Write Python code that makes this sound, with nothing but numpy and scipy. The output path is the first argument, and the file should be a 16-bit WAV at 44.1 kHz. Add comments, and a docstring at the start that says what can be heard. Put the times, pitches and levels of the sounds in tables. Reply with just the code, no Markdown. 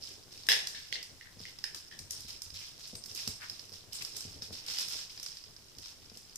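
"""First comes a soft rustle of fur and cloth, and soon the hard cracks and hollow knocks of a wand toy.
Two kittens chase it on a cloth over a wooden floor, in a small, bare-sounding room.
Knocks and claw ticks are noise bursts plus short rings; rustle and scuffs are filtered grains of friction.
Soft landings ring the floorboards; low rumble, patter and steady air lie behind.
A close stereo microphone with a presence peak colours its two sides differently."""
import sys
import numpy as np
from scipy import signal
from scipy.fft import rfft, irfft, next_fast_len
from scipy.io import wavfile

SR = 44100
rng = np.random.default_rng(int(sys.argv[2]) if len(sys.argv) > 2 else 0)


def materialize(psi):
    """Save the field psi as 16-bit PCM at rate SR to the path in sys.argv[1].

    A 1-D psi becomes a single channel; in a 2-D psi each row is a channel.
    """
    bounded = np.clip(np.atleast_2d(psi).T, -1, 1)
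    quanta = np.round(bounded * 32767).astype(np.int16)
    wavfile.write(sys.argv[1], SR, quanta)


N = 280917
TIME = np.arange(N) / SR  # seconds

# All levels in the tables are relative; positive left_right_db means louder on the left.

# Knocks of the toy: start_s, level_db, pitch_hz, crack_against_ring_db, left_right_db, room_level_db
TOY_KNOCKS = [(0.4875, -14.5, 1700, 2, 1, -5), (0.5002, -23.5, 1770, -6.5, -2, 2.5),
              (0.5173, -21, 1860, 3, 12, -6.5), (0.526, -23, 1940, -1.5, -16, -9),
              (0.534, -23.5, 1680, -7, 3, -9), (0.747, -41, 1746, -0.5, 7, 3),
              (0.9254, -26, 1980, 2, -9.5, -11), (0.955, -34, 1980, -11, 11, 3),
              (1.2107, -36.5, 1940, -11.5, -9, -4), (1.453, -33, 2020, -9.5, -2, -4.5),
              (1.6398, -29.5, 1735, -13, -6, -1.5), (1.9134, -42, 1780, -5, -5, 0)]
# Colour of the hard crack: frequency_hz, level_db
CRACK_COLOUR = [(250, -20.5), (450, -8.5), (800, -12), (1350, -18), (1650, -2.5), (2400, -0.5), (3300, 5),
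                (4200, 2), (5300, 5.5), (6600, -4), (9000, -10), (14500, -8)]
KNOCK_RING_S = 0.0013  # time constant of both the rise and the decay


def knocks(upper_hz=2880, upper_db=-10, crack_room_db=10.5, hard_hz=17000, size=2048):
    """Each knock is a hard crack plus a short hollow ring, with its own pitch and echo pattern."""
    out, t = np.zeros((2, N)), np.arange(size) / SR
    hardest_db = max(row[1] + row[3] for row in TOY_KNOCKS)
    # so small a body radiates little below its own pitch
    small_body = signal.butter(4, 1500, "high", fs=SR, output="sos")
    for start_s, level_db, pitch_hz, crack_db, left_right_db, room_db in TOY_KNOCKS:
        phase = rng.uniform(0, np.pi / 2, (2, 1))
        low_mode = np.sin(2 * np.pi * pitch_hz * t + phase)
        high_mode = from_db(upper_db) * np.sin(2 * np.pi * upper_hz * t + phase)
        swell = np.exp(-t / KNOCK_RING_S) * (1 - np.exp(-t / KNOCK_RING_S))
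        ring = signal.sosfilt(small_body, (low_mode + high_mode) * swell)
        ring = from_db(level_db - 3.5) * blow(ring)
        # gentler blows are duller
        softness_db = level_db + crack_db - hardest_db
        top_hz = np.clip(hard_hz * from_db(0.7 * softness_db), 5500, 19000)
        b, a = signal.butter(2, top_hz, fs=SR)
        crack = blow(signal.lfilter(b, a, contact(CRACK_COLOUR, decay_s=0.00093)))
        crack = from_db(level_db + crack_db - 2.5) * crack
        add(out, start_s, ring + crack, left_right_db)
        # the room gets a larger share of the crack
        add(out, start_s, room(from_db(room_db) * (ring + from_db(crack_room_db) * crack)))
    return out


RATTLE_MIDDLE_S, RATTLE_HALF_S, RATTLE_DB = 1.265, 0.035, -57


def rattles():
    """The dangling toy rattles: a loose run of tiny knocks, spread over four pitches."""
    chatter = 0
    for pitch_hz in np.geomspace(1700, 2050, 4):
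        b, a = signal.iirpeak(pitch_hz, 10, fs=SR)
        chatter = chatter + signal.lfilter(b, a, fibres(per_s=80, spread_db=1, smooth=0))
    swell = np.exp(-((TIME - RATTLE_MIDDLE_S) / RATTLE_HALF_S) ** 2)
    return from_db(RATTLE_DB) * rms_one(chatter) * swell


# Claw ticks and snags that stand out of the rustle: start_s, level_db, treble_share_db, left_right_db
CLAW_TICKS = [(0.467, -37.5, 2, 3), (0.6708, -25, -4, 2.5), (1.028, -34, -3.5, -1), (1.494, -45, -5, 0),
              (1.587, -37, -9.5, 2), (1.64, -23.5, -11, -1), (1.7461, -31.5, -3.5, 4),
              (1.9898, -34.5, -1.5, 3), (2.107, -38.5, 13.5, 4), (2.205, -41, 0.5, -5),
              (2.282, -42, -2, 2.5), (2.419, -34, 1, -5), (2.503, -39, -19, -4), (2.874, -49, 10, 2),
              (2.9528, -34, -4, 4.5), (3.038, -37.5, -4, -5), (3.059, -39.5, 1, -4),
              (3.1489, -44, 11.5, -5), (3.1759, -34.5, -10, -10), (3.275, -25.5, -1, -2),
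              (3.4975, -30, -10, -3), (3.594, -37, -11, -7), (3.693, -44, -5.5, -6), (3.93, -40.5, 7.5, -2),
              (4.0224, -33, 0, 7), (4.049, -31, -5.5, -6), (4.1656, -37.5, 7.5, -3),
              (4.2062, -39.5, 2.5, -4), (4.4212, -31.5, -16, 10), (4.552, -37, -17, -1),
              (4.6632, -36.5, -4, -2), (4.7851, -25.5, -6, 2), (4.808, -34, 4, 1), (4.883, -34, 1.5, -6),
              (4.923, -37, 0, 4), (5.096, -47, -9, 20), (5.176, -36, -16, 2), (5.198, -36.5, -5, 0),
              (5.229, -39.5, 8, 1.5), (5.2622, -30, -8, -3), (5.318, -40, -33, -6), (5.37, -37, -11, 0),
              (5.439, -39.5, -30, -3), (5.5643, -41.5, -25, -3), (5.7843, -38.5, -3, -2.5),
              (5.858, -38.5, -13, 11), (6.098, -42, -16, 8), (6.172, -41.5, 1, 2.5), (6.357, -44.5, 13, 3)]
# Colour of a claw's tap or pluck: frequency_hz, level_db
TICK_COLOUR = [(400, -20.5), (1500, -14), (2900, -11.5), (4300, -4.5), (5200, 0), (6200, -7.5), (9000, -62),
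               (15000, -52)]
# Colour of a bright snap, also used for the crisp top of the rustle: frequency_hz, level_db
SNAP_COLOUR = [(2500, -46), (5500, -1), (7000, -7), (8500, -7.5), (10500, -12), (12500, -9.5),
               (15000, -18.5)]


def ticks(ring_hz=5050, ring_s=0.00053, ring_db=-2, dull_rings=0.18, size=2048):
    """Claws tap wood or pluck cloth with a tiny ping, plus a bright tearing snap; gives (taps, snaps)."""
    taps, snaps, t = np.zeros((2, N)), np.zeros((2, N)), np.arange(size) / SR
    for start_s, level_db, treble_db, left_right_db in CLAW_TICKS:
        ping_hz = ring_hz * (1 + 0.02 * rng.standard_normal())
        phase = rng.uniform(0, np.pi / 2, (2, 1))
        ping = blow(np.sin(2 * np.pi * ping_hz * t + phase) * t * np.exp(-t / ring_s))
        # a thread that is plucked and does not tear rings more purely
        ping = from_db(ring_db - dull_rings * treble_db) * ping
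        tap = blow(ping + contact(TICK_COLOUR, decay_s=0.0015))
        snap = contact(SNAP_COLOUR, decay_s=0.0014)
        add(taps, start_s, from_db(level_db - 0.5) * tap, left_right_db)
        add(snaps, start_s, from_db(level_db + treble_db - 1.5) * snap, left_right_db)
    return taps, snaps


# Strokes of fur and paws over the cloth: start_s, length_s, level_db
CLOTH_STROKES = [(0.008, 0.13, -49), (0.308, 0.51, -52.5), (0.658, 0.26, -50.5), (1.383, 0.11, -52),
                 (1.747, 0.01, -45.5), (2.093, 0.16, -50.5), (2.274, 0.032, -43.5), (2.43, 0.02, -53),
                 (2.531, 0.16, -47), (2.784, 0.12, -50.5), (3.08, 0.075, -49), (3.148, 0.16, -43),
                 (3.405, 0.25, -51), (3.717, 0.043, -49.5), (3.915, 0.3, -47.5), (4.144, 0.21, -49),
                 (4.414, 0.027, -47), (4.515, 0.068, -47), (4.67, 0.098, -39.5), (4.766, 0.062, -38),
                 (4.889, 0.12, -41), (5.09, 0.22, -52.5), (5.224, 0.18, -53), (5.81, 0.088, -51),
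                 (6.133, 0.0099, -54)]
# every stroke grips quickly, eases as the paw slows, then lets go
GRIP_S, EASE_DB_PER_S, LET_GO_DB_PER_S = 0.014, 33, 207
RESTING_RUB_DB = -63.5  # fur keeps stirring between the strokes


def rubbing_db():
    """How hard the cloth is rubbed at each moment: overlapping strokes add their power."""
    power = from_db(RESTING_RUB_DB) ** 2
    for start_s, length_s, level_db in CLOTH_STROKES:
        age = np.maximum(TIME - start_s, 0)
        fade_db = EASE_DB_PER_S * age + LET_GO_DB_PER_S * np.maximum(age - length_s, 0)
        grip = np.minimum(age / GRIP_S, 1)
        power = power + (grip * from_db(level_db - fade_db)) ** 2
    return 10 * np.log10(power)


# Colour of rubbed cloth: frequency_hz, level_db
CLOTH_COLOUR = [(300, -19.5), (1000, -14.5), (2000, -12), (3000, -7), (4300, -2.5), (5300, 1.5),
                (6600, -11.5), (9000, -20.5), (15000, -43)]
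SNAGS_PER_S = 150  # at each pitch, under the hardest stroke
SNAGS_DB = -54  # average level


def rustle(crispness=1.0):
    """Cloth and fur rub as the kittens wrestle, crisp on top throughout; strong strokes snag more threads."""
    level_db = rubbing_db()
    weave, fuzz = (fibres(per_s=1400, spread_db=2.5, smooth=0.08) for _ in range(2))
    body = from_db(level_db - 2.5) * rms_one(colour(weave, CLOTH_COLOUR))
    # snagged threads have brief pitches: lone ticks at rest, a fine crackle under a hard stroke
    effort = from_db(level_db - level_db.max())
    threads = 0
    for pitch_hz in np.geomspace(2600, 8800, 10):
        b, a = signal.iirpeak(pitch_hz, 7, fs=SR)
        plucks = fibres(per_s=SNAGS_PER_S * effort, spread_db=2, smooth=0)
        threads = threads + signal.lfilter(b, a, plucks)
    snags = from_db(SNAGS_DB) * rms_one(colour(threads, CLOTH_COLOUR) * np.sqrt(effort))
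    crisp = from_db(crispness * level_db - 7.0) * rms_one(colour(fuzz, SNAP_COLOUR))
    return body + snags + crisp


# Scuffs of paw and toy; the first row is the bright splash of the knock at 0.925 s:
# middle_s, half_length_s, level_db, centre_hz, width_octaves
SCUFFS_AND_SPLASH = [(0.945, 0.019, -48, 4360, 0.24), (2.62, 0.034, -65, 2660, 0.53),
                     (2.975, 0.026, -63.5, 8500, 0.1), (3.19, 0.013, -58, 2580, 0.59),
                     (3.435, 0.029, -57, 1700, 0.61), (3.955, 0.019, -54, 7900, 0.26),
                     (4.02, 0.0091, -54, 2700, 0.78), (4.195, 0.04, -61, 7760, 0.13),
                     (4.71, 0.075, -60.5, 2970, 0.93), (4.79, 0.037, -56, 3470, 0.61)]


def scuffs(size=16384):
    """Each scuff or splash is a swell of friction grains around one pitch."""
    out, grains = np.zeros((2, N)), fibres(per_s=1800, spread_db=1.5, smooth=0.25)
    t = (np.arange(size) - size / 2) / SR  # zero at the middle of the swell
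    grid_hz = np.geomspace(100, 16000, 90)
    for k, (middle_s, half_s, level_db, centre_hz, octaves) in enumerate(SCUFFS_AND_SPLASH):
        hump_db = -20 * np.log10(1 + (np.log2(grid_hz / centre_hz) / octaves) ** 2)
        piece = grains[:, k * size:(k + 1) * size]
        hiss = rms_one(colour(piece, np.c_[grid_hz, hump_db]))
        add(out, middle_s + t[0], from_db(level_db + 10.5) * hiss * np.exp(-(t / half_s) ** 2))
    return out


# Paws and bodies landing: start_s, level_db, contact_sharpness_hz
LANDINGS = [(0.18, -54, 495), (0.489, -45, 1480), (0.786, -50.5, 159), (1.127, -48, 199.4),
            (1.37, -45.5, 320), (1.404, -40.5, 253), (2.001, -41.5, 130), (2.096, -46, 91),
            (2.205, -48, 80), (2.248, -44, 204), (2.338, -48, 90), (2.458, -45, 80), (2.526, -42, 112),
            (2.932, -39, 340), (3.276, -34, 300), (3.29, -40, 141), (3.72, -48, 590), (4.252, -38.5, 248),
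            (4.28, -55, 215), (4.36, -42, 174), (4.423, -44, 300), (4.507, -40.5, 624), (5.768, -47, 150),
            (6.118, -46.5, 514), (6.165, -49, 400)]
# Ways the floorboards ring, before small random shifts: pitch_hz, level_db, time_to_fall_60_db_s
BOARD_MODES = [(71, -1.5, 0.12), (97, -2, 0.31), (137, -12, 0.081), (173.4, -2, 0.15), (239, -4, 0.11),
               (298, 3.5, 0.041), (451.5, -4.5, 0.16), (760, 2, 0.055)]
BOARD_RING_DB = 1  # ring of the boards against the push


def thumps(size=16384):
    """A soft push gives a short pulse and rings the boards; softer contact excites high modes less."""
    out, t = np.zeros((2, N)), np.arange(size) / SR
    for start_s, level_db, sharp_hz in LANDINGS:
        thud = 0
        for k, (mode_hz, mode_db, t60_s) in enumerate(BOARD_MODES):
            spot_db, detune = rng.normal(0, 2), rng.normal(1, 0.04)
            strength = from_db(mode_db + spot_db) / (1 + (mode_hz / sharp_hz) ** 2)
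            tone = np.sin(2 * np.pi * mode_hz * detune * t)
            thud = thud + (-1) ** k * strength * from_db(-60 * t / t60_s) * tone
        age = np.pi * sharp_hz * t
        push = age * (2 - age) * np.exp(-age)
        landing = blow(blow(push) + from_db(BOARD_RING_DB) * blow(thud))
        add(out, start_s, from_db(level_db + 4.0) * landing)
    # the boards radiate little below their lowest mode
    return signal.sosfilt(signal.butter(2, 48, "high", fs=SR, output="sos"), out)


# Shifting weight on the floor: time_s, level_db
WEIGHT_SHIFTS = [(0, -58), (1, -62), (2.4, -62), (4.15, -60), (4.43, -55.5), (4.63, -59.5), (5.4, -62.5),
                 (6.37, -62)]
# Colour of the floor's rumble: frequency_hz, level_db
RUMBLE_COLOUR = [(25, -7), (45, -24), (70, -4.5), (100, 2.5), (160, -9.5), (400, -6.5), (800, -16),
                 (2000, -43)]
# Colour of the steady air of the room: frequency_hz, level_db
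AIR_COLOUR = [(20, 6), (70, 2.5), (150, -5), (450, -24.5), (1000, -11.5), (3000, -11), (6000, -9),
              (15000, -20)]


def background():
    """The floor rumbles and patters under shifting weight, over the steady air of the room."""
    weight = from_db(np.interp(TIME, *np.transpose(WEIGHT_SHIFTS)))
    sway = from_db(2.5 * drift(25))
    rumble = from_db(-4.0) * sway * rms_one(colour(diffuse(N), RUMBLE_COLOUR))
    pads = fibres(per_s=45, spread_db=2, smooth=0.02)[0]  # one channel, so it sits in the middle
    pad_colour = [(50, -7.5), (130, 4.0), (420, -11.0), (900, -11.0), (2500, -24)]  # (Hz, dB)
    patter = from_db(-8.0) * rms_one(colour(pads, pad_colour))
    air = from_db(-61.0) * rms_one(colour(diffuse(N), AIR_COLOUR))
    return weight * (rumble + patter) + air


# How long the room rings: frequency_hz, time_to_fall_60_db_s
ROOM_DECAY = [(100, 0.29), (600, 0.49), (1800, 0.43), (5000, 0.38), (9000, 0.42), (15000, 0.14)]
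EARLY_ECHO_SPREAD_DB = 3  # unevenness of the first echoes


def room(x, build_s=0.003, early_s=0.064, size=24576):
    """Uneven early echoes thicken into a tail fading at its own pace per band; each call differs."""
    t, hz = np.arange(size) / SR, np.fft.rfftfreq(size, 1 / SR)
    knots = t[::32]
    lumps = np.interp(t, knots, rng.standard_normal(len(knots)))
    unevenness_db = EARLY_ECHO_SPREAD_DB * lumps * np.exp(-t / early_s)
    echoes = rfft(diffuse(size) * from_db(unevenness_db))
    tail = 0
    for k, (_, t60_s) in enumerate(ROOM_DECAY):
        # neighbouring bands crossfade
        share = at_hz([(f, j == k) for j, (f, _) in enumerate(ROOM_DECAY)], hz)
        tail = tail + irfft(echoes * share) * from_db(-60 * t / t60_s)
    tail = tail * (1 - np.exp(-t / build_s))
    tail = tail / np.sqrt(np.sum(tail ** 2, axis=1, keepdims=True))
    return signal.fftconvolve(x, tail, axes=1)[:, :N]


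# How alike left and right are in diffuse sound: frequency_hz, likeness_0_to_1
SIDE_LIKENESS = [(60, 0.33), (500, 0.51), (1500, 0.16), (3000, 0.1), (15000, 0)]


def diffuse(size):
    """Stereo noise, partly alike in the bass and unrelated in the highest treble."""
    mid, side = rfft(rng.standard_normal((2, size)))
    alike = np.clip(at_hz(SIDE_LIKENESS, np.fft.rfftfreq(size, 1 / SR)), 0, 1)
    return irfft(np.sqrt(1 + alike) * mid + np.sqrt(1 - alike) * side * [[1], [-1]], size)


def fibres(per_s, spread_db, smooth):
    """Threads catch and let go at random, in loose clumps, over an optional smooth hiss."""
    sizes = from_db(spread_db * np.minimum(rng.exponential(1, N), 2.5))
    caught = rng.random(N) < per_s / SR
    grains = rms_one(sizes * caught * rng.choice([-1, 1], (2, N)))
    clumps = from_db(1.5 * drift(110))
    return rms_one((grains + smooth * rng.standard_normal((2, N))) * clumps)


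def contact(spectrum, decay_s, size=2048):
    """A spray of tiny slips that dies within milliseconds; each side hears its own pattern."""
    t = np.arange(size) / SR
    return blow(colour(rng.standard_normal((2, size)) * t * np.exp(-t / decay_s), spectrum))


def drift(rate):
    """Slow random wander of spread 1, with this many random points per second."""
    knots = rng.standard_normal(4096)
    return rms_one(np.interp(TIME * rate, np.arange(len(knots)), knots))


def colour(x, points):
    """Causal (minimum-phase) filter with the given dB spectrum."""
    length = x.shape[-1]
    size = 2 * next_fast_len(length // 2 + 2048)
    gain = from_db(at_hz(points, np.fft.rfftfreq(size, 1 / SR)))
    # folding the cepstrum forward in time makes the filter causal
    cepstrum = irfft(np.log(gain))
    cepstrum[1:size // 2] *= 2
    cepstrum[size // 2 + 1:] = 0
    return irfft(rfft(x, size) * np.exp(rfft(cepstrum)))[..., :length]


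def at_hz(points, hz):
    """Read a table on a log-frequency axis."""
    f, value = np.transpose(points)
    return np.interp(np.log(np.maximum(hz, 1)), np.log(f), value)


def add(out, s, sound, pan_db=0):
    """Place a sound at a time and a side."""
    at = max(int(s * SR), 0)
    sound = sound * from_db([[pan_db / 2], [-pan_db / 2]])
    out[:, at:at + sound.shape[-1]] += sound[:, :max(N - at, 0)]


def blow(x):
    """Scale a short sound to the energy of one millisecond at level 1."""
    return x / np.sqrt(np.sum(x ** 2, axis=-1, keepdims=True) / (SR / 1000))


def rms_one(x):
    """Scale to an average (rms) level of 1."""
    return x / np.sqrt(np.mean(x ** 2) + 1e-20)


def from_db(db):
    """Decibels to gain."""
    return 10 ** (np.asarray(db) / 20)


def scene():
    """Every source is heard directly and through the room, over the background."""
    taps, snaps = ticks()
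    # (sound, room level dB): of these, snaps echo the most; the knocks' cracks echo more still
    sources = [(taps, -6), (snaps, -0.5), (thumps(), -10), (rustle(), -6), (scuffs() + rattles(), -9)]
    mix = knocks() + background()  # knocks already carry their own echoes
    for sound, room_db in sources:
        mix = mix + sound + from_db(room_db) * room(sound)
    return mix


# Microphone's left against right sensitivity: frequency_hz, left_right_db
MIC_SIDES = [(60, 4), (150, 4), (500, 1.5), (1500, 5), (3000, 2.5), (4200, 2.5), (5300, -8.5), (7000, 4),
             (9000, 2.5), (12500, -6), (15000, -4)]
CUTOFF_HZ = 15400


def record(dry, peak_hz=5200, peak_width_hz=800, peak_gain=0.097):
    """The microphone's ports resonate and colour each side differently; the top is cut."""
    b, a = signal.iirpeak(peak_hz, peak_hz / peak_width_hz, fs=SR)
    heard = dry + peak_gain * signal.lfilter(b, a, dry)
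    left = colour(heard[0], [(hz, db / 2) for hz, db in MIC_SIDES])
    right = colour(heard[1], [(hz, -db / 2) for hz, db in MIC_SIDES])
    top_cut = signal.ellip(10, 0.2, 80, CUTOFF_HZ, fs=SR, output="sos")
    return signal.sosfilt(top_cut, np.array([left, right]))


dry = scene()
out = record(dry)
materialize(out)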